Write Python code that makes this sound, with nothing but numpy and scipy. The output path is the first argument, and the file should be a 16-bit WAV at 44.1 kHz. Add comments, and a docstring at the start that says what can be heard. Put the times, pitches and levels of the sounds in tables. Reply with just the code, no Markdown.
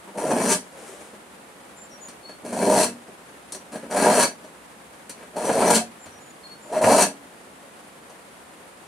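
"""A workshop: a small file makes five slow strokes across the teeth of a big saw blade clamped to a bench.
Each stroke grips, judders the blade, brightens as it gathers speed and ends in a scrape; between strokes
the file taps back into its gullet. Tooth clicks and taps drive the steel's modes in four bands:
thrum (slow bending), rasp (middle modes), zing and hiss (cutting edge).
A sleeve brushes past and a small bird sings faintly outside, over short echoes and steady room noise."""
import sys
import numpy as np
from scipy import signal
from scipy.fft import rfft, irfft, next_fast_len
from scipy.io import wavfile
from scipy.ndimage import uniform_filter1d

SR = 44100
rng = np.random.default_rng(int(sys.argv[2]) if len(sys.argv) > 2 else 0)


def to_wav(sig):
    """Store sig (one row per channel, or 1-D mono) as 16-bit WAV at the path in sys.argv[1].

    Samples outside -1..1 are clipped; the rate is SR.
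    """
    pcm = np.clip(np.atleast_2d(sig), -1, 1) * 32767
    pcm = np.round(pcm).astype(np.int16)
    wavfile.write(sys.argv[1], SR, pcm.T)  # frames by channels


N = 391166
TIME = np.arange(N) / SR

# File pushes, long and short; levels in all tables are relative: start/s, hardest press/s, let-go/s,
# thrum/dB, rasp/dB, edge/dB, press growth/dB, speed growth/dB, last scrape/dB, deep over high bending/dB
PUSHES = [ (0.175, 0.33, 0.525, -20.5, -34, -31.5, 8.5, 9.5, 14, 4.5),
          (2.45, 2.456, 2.51, -31.5, -49, -45, -0.5, -1, 0, 7),
          (2.528, 2.756, 2.838, -15.5, -28, -22, 13.5, 19, 1.5, 1),
          (3.723, 3.752, 3.77, -30.5, -42.5, -41, 9, 4.5, -3.5, 5),
          (3.906, 3.957, 4.034, -22, -35.5, -33, 10, 4.5, -2, 0.5),
          (3.964, 4.077, 4.232, -15, -27, -24, 10.5, 6.5, 5, -4),
          (5.166, 5.33, 5.24, -43, -52.5, -57.5, 6, 4, 0, 4),
          (5.365, 5.695, 5.762, -15.5, -28, -25, 13.5, 16, 4.5, -1),
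          (6.643, 6.705, 6.72, -44, -59, -53, 6, 8, 2, 2),
          (6.727, 6.772, 6.784, -23, -37, -39, 2.5, 5, -0.5, -3.5),
          (6.817, 6.907, 7.031, -13.5, -27, -21.5, 3, 8.5, 3, -5.5), ]
# Rise as the teeth grip, fall as the file lifts: thrum/(dB/s), rasp/(dB/s), edge/(dB/s)
GRIP_DB_PER_S = [750, 2200, 3500]
LIFT_DB_PER_S = [291, 405, 443]
# Teeth catch and drag: t/s, thrum/dB, rasp/dB, edge/dB, decay constant/s
BITES = [(0.073, -39, -48.5, -55, 0.041), (0.145, -31, -54, -49, 0.027), (0.302, -13, -29, -28, .018),
         (0.43, -20.5, -39, -27.5, 0.06), (2.526, -21, -32, -33, .018), (2.612, -16, -31, -37, .014),
         (2.668, -8, -30, -37, 0.013), (2.706, -25, -26, -22, 0.016), (3.719, -34, -50, -39, 0.026),
         (3.826, -29.5, -44.5, -48, 0.038), (4.063, -6.5, -26, -24, 0.02), (4.172, -3, -21, -28, 0.012),
         (5.366, -13.5, -40, -41, 0.0081), (5.45, -36, -40, -28, 0.032), (5.492, -5.5, -21.5, -35, 0.013),
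         (5.57, -9.5, -39, -34, 0.0097), (5.619, -6.5, -20.5, -26, 0.017), (5.702, -7, -20, -10, 0.01),
         (5.746, -15, -20, -7, 0.014), (6.724, -14.5, -34.5, -31.5, 0.014),
         (6.836, -7.5, -15.5, -24, 0.012), (6.904, -8, -22, -18, .014)]
# Contact spot of each long stroke: from t/s, favoured f/Hz, muted f/Hz
CONTACT_SPOTS = [(0, 870, 4170), (2.2, 510, 1250), (3.4, 1650, 120), (5.0, 3400, 285), (6.5, 656, 223)]
# File set down or nudging the steel: t/s, thrum/dB, rasp/dB, edge/dB
TAPS = [(1.13, -40, -56, -58), (2.084, -42, -42, -40.5), (2.294, -38, -42.5, -48), (3.082, -37.5, -56, -57),
        (3.522, -40, -41, -29.5), (3.547, -34.5, -42, -36), (4.441, -37, -51, -50),
        (5.095, -40, -39, -32.5), (6.059, -40, -43.5, -45.5), (8.098, -45, -57, -51)]
# Broad response of blade and file: f/Hz, level/dB
STEEL_SPECTRUM = [(30, -50.3), (70, -34.4), (110, -23.9), (170, -18.1), (500, -19.6), (1000, -20.5),
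                  (1150, -20.6), (1800, -23.9), (3650, -32.6), (4300, -29.7), (5200, -30.1), (9700, -23.8),
                  (12000, -39.1), (15000, -52.3)]
# Their resonances: f/Hz, width/Hz, level/dB
STEEL_MODES = [(198, 30, -7.1), (233, 35, -7.2), (286, 50, -9.6), (398, 74, -9.0), (469, 71, -6.5),
               (561, 64, -6.5), (618, 44, 0.1), (670, 30, -5.8), (719, 59, -4.9), (837, 72, -10.7),
               (946, 110, -8.6), (1648, 214, -20.0), (2306, 39, -20.2), (2641, 34, -19.3),
               (4159, 115, -22.9), (4389, 112, -24.2), (4490, 147, -29.0), (5780, 60, -19.7),
               (5992, 51, -13.5), (6168, 46, -23.4), (6912, 50, -24.6), (7195, 85, -23.3),
               (7658, 26, -19.3), (8201, 45, -19.5), (8392, 44, -19.2), (8510, 291, -22.4),
               (9139, 187, -17.9), (9337, 26, -17.1), (9729, 59, -24.6), (10284, 90, -22.0)]
# Weighting by the drawn file: f/Hz, gain/dB
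CONTACT_GAIN = [(60, -2), (105, -2.5), (200, 1), (400, 1.5), (650, 1), (1000, -0.5), (1700, -2),
                (3000, 0.5), (3600, -3), (4400, 1.5), (6000, -0.5), (9200, 0), (13000, 3)]
# Blade and bench ringing on: t/s, f/Hz, level/dB, t60/s
RINGS = [(0.53, 5030, -30, 0.13), (2.83, 238.6, -30, 0.45), (4.235, 4390, -27, 0.13),
         (4.239, 4530, -24, 0.14), (5.449, 5990, -30, 0.21), (5.745, 228, -16, 0.23),
         (5.807, 717, -21, 0.15), (6.059, 93, -49, 0.37), (6.839, 116.4, -27, 0.35), (7.07, 282, -34, 0.42)]
# Sleeve friction: f/Hz, level/dB
CLOTH_SPECTRUM = [(88, -48), (150, -18), (468, -0.5), (1080, -14), (1160, -14), (1770, -15), (4480, -24.5),
                  (9580, -16), (14000, -41)]
# Bird song: t/s, length/s, first f/Hz, last f/Hz, level/dB
BIRD_NOTES = [(1.749, 0.14, 7270, 7230, -55.5), (1.891, 0.083, 5830, 5590, -55.5),
              (1.994, 0.099, 6940, 6860, -46.5), (2.223, 0.13, 4356, 4405, -46),
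              (5.98, 0.089, 7320, 7200, -54), (6.103, 0.096, 5900, 5730, -59),
              (6.182, 0.15, 7020, 6910, -58), (6.43, 0.044, 4300, 4350, -47.5),
              (6.484, 0.07, 4370, 4380, -53.5), (6.6, 0.11, 7240, 7060, -58)]
# Echo decay: f/Hz, t60/s
ROOM_T60 = [(150, 0.44), (700, 0.16), (3000, 0.2), (10000, 0.17)]
# Echo width: f/Hz, side over middle/dB
ROOM_WIDTH = [(100, -7), (250, -19.5), (650, -9.5), (1300, 1), (3000, 0.5), (12000, 0.5)]
# Room noise: f/Hz, level/dB
AIR_SPECTRUM = [(15, -57), (25, -25), (37, -37), (64, -10), (101, -15), (193, -3), (445, -5.5), (537, -2),
                (631, -6), (684, -4.5), (970, -6), (1850, -10.5), (5580, -23.5), (9550, -17.5),
                (15500, -38)]
# Room noise between the ears: f/Hz, correlation
AIR_CORRELATION = [(60, 0.8), (130, 0.78), (290, 0.83), (640, 0.39), (1410, 0.0), (3100, 0.18),
                   (6820, 0.086), (15000, 0.58)]


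def filing(trim_db=-1., bite_db=-4., bite_rise_s=0.0016, judder_db=2., judder_hz=136., brighten_db=8.5):
    """Four-band force on the steel: file teeth under the pressure of pushes and bites."""
    power = sum((push(*row[:-1]) * amp(trim_db)) ** 2 for row in PUSHES) + 1e-14
    t = TIME[:SR // 5]
    for start_s, *levels_db, decay_s in BITES:
        drag = (1 - np.exp(-t / bite_rise_s)) * np.exp(-t / decay_s)
        add(power, start_s, (amp(np.add(levels_db, bite_db))[:, None] * drag) ** 2)
    judder = unit_rms(amp(judder_db * wander(judder_hz)))  # stick-slip clumps the clicks
    coarse = teeth(per_s=2000.)
    chips = teeth(per_s=8000.)
    cutting = np.sqrt(0.48) * coarse + np.sqrt(0.52) * chips
    # late in a stroke the file skates fast and light: brighter rasp, more zing
    skating = power[2] / (power[0] + power[2])
    rasping = tilt(cutting, pivot_hz=2500., db=brighten_db * (0.66 - skating))
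    force = np.sqrt(power) * judder * np.array([coarse, rasping, cutting])
    return split_edge(force, zing_share=0.39 + 0.2 * skating)


def push(start_s, hardest_s, end_s, thrum_db, rasp_db, edge_db, press_growth_db, speed_growth_db,
         last_scrape_db, ease_db=7.5, scrape_s=0.05):
    """Envelopes of one push: thrum follows the hand's press, rasp and edge the file's speed."""
    press_db = np.interp(TIME, [start_s, hardest_s, end_s], [-press_growth_db, 0, -ease_db])
    speed_db = -speed_growth_db * np.interp(TIME, [start_s, end_s], [1, 0]) ** 0.95
    scrape_db = last_scrape_db * np.exp(-np.maximum(end_s - TIME, 0) / scrape_s)
    levels_db = np.array([thrum_db + press_db,
                          rasp_db + speed_db + 0.65 * scrape_db,
                          edge_db + speed_db + scrape_db])
    grip_db = np.outer(GRIP_DB_PER_S, np.clip(start_s - TIME, 0, .5))
    lift_db = np.outer(LIFT_DB_PER_S, np.clip(TIME - end_s, 0, .5))
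    return amp(levels_db - grip_db - lift_db)


def teeth(per_s, spread_db=1.5):
    """File teeth snap over the edge: irregular clicks of uneven size."""
    hits = rng.random(N) < per_s / SR
    size = amp(spread_db * np.clip(rng.standard_normal(N), -2, 2))
    return unit_rms(hits * size * rng.choice([-1., 1.], N))


def split_edge(force, zing_share):
    """The cutting edge's power divides between zing and hiss."""
    thrum, rasp, edge = force
    return np.array([thrum, rasp, edge * np.sqrt(zing_share), edge * np.sqrt(1 - zing_share)])


def contact_spots(force, favoured_db=3., muted_db=-4.5, spread_oct=0.15):
    """Each stroke bears on a new spot, favouring one range of modes and muting another."""
    parts = np.split(force, [round(start_s * SR) for start_s, *_ in CONTACT_SPOTS[1:]], axis=1)
    out = []
    for part, (_, *pair_hz) in zip(parts, CONTACT_SPOTS):
        size = next_fast_len(part.shape[1])
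        offset_oct = np.log2((np.fft.rfftfreq(size, 1 / SR)[:, None] + 1) / pair_hz)
        gain = amp(np.exp(-(offset_oct / spread_oct) ** 2) @ [favoured_db, muted_db])
        out.append(irfft(rfft(part, size) * gain, size)[:, :part.shape[1]])
    return np.hstack(out)


def steel_responses(crossovers_hz=(1100, 3600, 7900), ripple_db=0.5, min_width_hz=43.):
    """The steel's answer to one tooth: thrum, rasp, zing and hiss impulse responses."""
    hz = np.fft.rfftfreq(8192, 1 / SR)
    power = amp(lookup(STEEL_SPECTRUM, hz)) ** 2
    for centre_hz, width_hz, db in STEEL_MODES:
        broad_hz = max(width_hz, min_width_hz)  # sharpest modes broadened: rasp without whistle
        peak = amp(db) / (1 + (2 * (hz - centre_hz) / broad_hz) ** 2)
        power += width_hz / broad_hz * peak ** 2
    gain = np.sqrt(power) * amp(lookup(CONTACT_GAIN, hz))
    weak_modes = uniform_filter1d(uniform_filter1d(rng.standard_normal(len(hz)), size=7), size=5)
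    ripple = amp(-ripple_db * unit_rms(weak_modes))
    low, middle, high = (1 / (1 + (hz / corner_hz) ** 12) for corner_hz in crossovers_hz)
    upper_shares = (middle - low, high - middle, 1 - high)
    upper = [minimum_phase(gain * ripple * np.sqrt(abs(share))) for share in upper_shares]
    return [minimum_phase(gain * np.sqrt(low))] + upper


def bending(thrum, slack_db=5.5):
    """A lightly pressed blade bends in deeper modes."""
    points = []
    for start_s, hardest_s, end_s, *_, deep_db in PUSHES:
        points += [(start_s, deep_db + slack_db / 2), (hardest_s, deep_db), (end_s, deep_db + slack_db)]
    return tilt(thrum, pivot_hz=483., db=np.interp(TIME, *np.transpose(points)))


def taps(gain_db=(24., 23., 24.), skid_s=0.015, skid_ratio=5.5, zing_share=0.7, crisp_db=3.5):
    """Four-band force of the file touching down: sharp contact, short skid."""
    force, t = np.zeros((3, N)), TIME[:SR // 12]
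    for start_s, *levels_db in TAPS:
        blow = rng.standard_normal(len(t)) * np.exp(-t / skid_s)
        blow *= skid_ratio / np.linalg.norm(blow)
        blow[0] += 1  # contact impulse
        add(force, start_s, amp(np.add(levels_db, gain_db))[:, None] * blow / np.linalg.norm(blow))
    force[2] = tilt(force[2], pivot_hz=10500., db=-crisp_db) * amp(crisp_db / 2)  # steel on steel
    return split_edge(force, zing_share)


def rings(rise_s=0.0058):
    """Single modes of blade and bench die away after a jolt or let-go."""
    out, t = np.zeros(N), TIME[:SR // 2]
    for start_s, hz, db, t60_s in RINGS:
        envelope = amp(db - 60 * t / t60_s) * (1 - np.exp(-t / rise_s))
        add(out, start_s, envelope * np.sin(2 * np.pi * hz * t))
    return out


def sleeve(peak_s=0.9, spread_s=0.18, level_db=-44, flutter_db=2.):
    """Heavy cloth brushes over itself once as the arm draws back."""
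    swell = amp(level_db + flutter_db * wander(25.)) * np.exp(-((TIME - peak_s) / spread_s) ** 2)
    return swell * unit_rms(colour(rng.standard_normal(N), CLOTH_SPECTRUM))


def bird(waver=0.005, tremble_db=2.5):
    """Thin whistled notes, each a slight, trembling glide."""
    out, wobble = np.zeros(N), 1 + waver * wander(80.)
    for start_s, length_s, first_hz, last_hz, db in BIRD_NOTES:
        size = int(length_s * SR)
        hz = np.linspace(first_hz, last_hz, size) * wobble[int(start_s * SR):][:size]
        note = np.sin(2 * np.pi * np.cumsum(hz) / SR) * signal.windows.tukey(size, .6)
        add(out, start_s, amp(db) * unit_rms(note))
    return out * amp(tremble_db * wander(40.))


def room_echoes(x, shift_hz=2.3):
    """Two echo patterns crossfade as arm and file move over the blade."""
    phase = 2 * np.pi * shift_hz * TIME
    return sum(signal.oaconvolve((x * share)[None], reflections(), axes=1)[:, :N]
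               for share in (np.cos(phase), np.sin(phase)))


def reflections(gap_s=0.0016):
    """Short dense echoes of a cluttered room, wider in the treble."""
    hz, t, spectra = signal.stft(rng.standard_normal((2, SR // 2)), SR, nperseg=256)
    decay = amp(-60 * t / lookup(ROOM_T60, hz)[:, None])
    tails = signal.istft(spectra * decay, SR, nperseg=256)[1]
    tails *= np.clip(TIME[:tails.shape[1]] / gap_s - 1, 0, 1)
    middle, side = tails / np.linalg.norm(tails, axis=1, keepdims=True)
    side = colour(side, ROOM_WIDTH)
    return np.array([middle + side, middle - side])


def room_air(level_db=-46., flicker_db=0.64):
    """Steady workshop noise, most alike in both ears in the bass."""
    left, other = rng.standard_normal((2, N))
    correlation = lookup(AIR_CORRELATION, np.fft.rfftfreq(N, 1 / SR))
    right = irfft(correlation * rfft(left) + np.sqrt(1 - correlation ** 2) * rfft(other), N)
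    noise = unit_rms(colour(np.array([left, right]), AIR_SPECTRUM))
    return amp(level_db - flicker_db * wander(34.)) * noise


def amp(db):
    """dB to gain."""
    return 10 ** (np.asarray(db) / 20)


def unit_rms(x):
    """Scale to rms 1."""
    return x / np.sqrt(np.mean(x ** 2) + 1e-20)


def lookup(table, hz):
    """Interpolate on a log-frequency axis."""
    table_hz, values = np.transpose(table)
    return np.interp(np.log(hz + 1), np.log(table_hz + 1), values)


def add(mix, start_s, sound):
    """Mix in place from start_s."""
    part = mix[..., max(round(start_s * SR), 0):][..., :sound.shape[-1]]
    part += sound[..., :part.shape[-1]]


def colour(x, spectrum):
    """Filter by a table of f/Hz, gain/dB."""
    size = x.shape[-1]
    return irfft(rfft(x) * amp(lookup(spectrum, np.fft.rfftfreq(size, 1 / SR))), size)


def tilt(x, pivot_hz, db):
    """Raise lows against highs by db, a number or a curve."""
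    low = irfft(rfft(x) / (1 + (np.fft.rfftfreq(N, 1 / SR) / pivot_hz) ** 8), N)
    return low * amp(db / 2) + (x - low) * amp(-db / 2)


def wander(rate_hz):
    """Smooth random curve up to rate_hz, rms 1."""
    hz = np.fft.rfftfreq(N, 1 / SR)
    return unit_rms(irfft(rfft(rng.standard_normal(N)) / (1 + (hz / rate_hz) ** 4), N))


def minimum_phase(gain):
    """Promptest impulse response of this spectral shape, energy 1."""
    log_gain = np.log(np.maximum(gain / gain.max(), 1e-5))
    mirrored = np.r_[log_gain, log_gain[-2:0:-1]]
    spectrum = np.exp(np.conj(signal.hilbert(mirrored)))[:len(gain)]
    response = irfft(spectrum)[:len(gain)]
    return response / np.linalg.norm(response)


def scene(low_room_db=-9.5, bright_room_db=-6., bright_direct_db=-0.5, left_lean_db=1.75):
    """Steel, bird and sleeve, direct and echoed, over the room noise."""
    forces = contact_spots(filing()) + taps()
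    thrum, rasp, zing, hiss = (signal.oaconvolve(force, response)[:N]
                               for force, response in zip(forces, steel_responses()))
    low = bending(thrum) + rings()
    bright = rasp + zing + hiss + bird() + sleeve()
    pan = amp([[left_lean_db], [-left_lean_db]])
    direct = low + amp(bright_direct_db) * pan * bright
    return direct + room_echoes(amp(low_room_db) * low + amp(bright_room_db) * bright) + room_air()


def record(dry, ceiling=.8, cutoff_hz=15700):
    """Round off the highest peaks, then low-pass."""
    rounded = dry / (1 + (dry / ceiling) ** 4) ** .25
    lowpass = signal.firwin(511, cutoff_hz, window=("kaiser", 9), fs=SR)
    return signal.oaconvolve(rounded, lowpass[None], "same")


dry = scene()
out = record(dry)
to_wav(out)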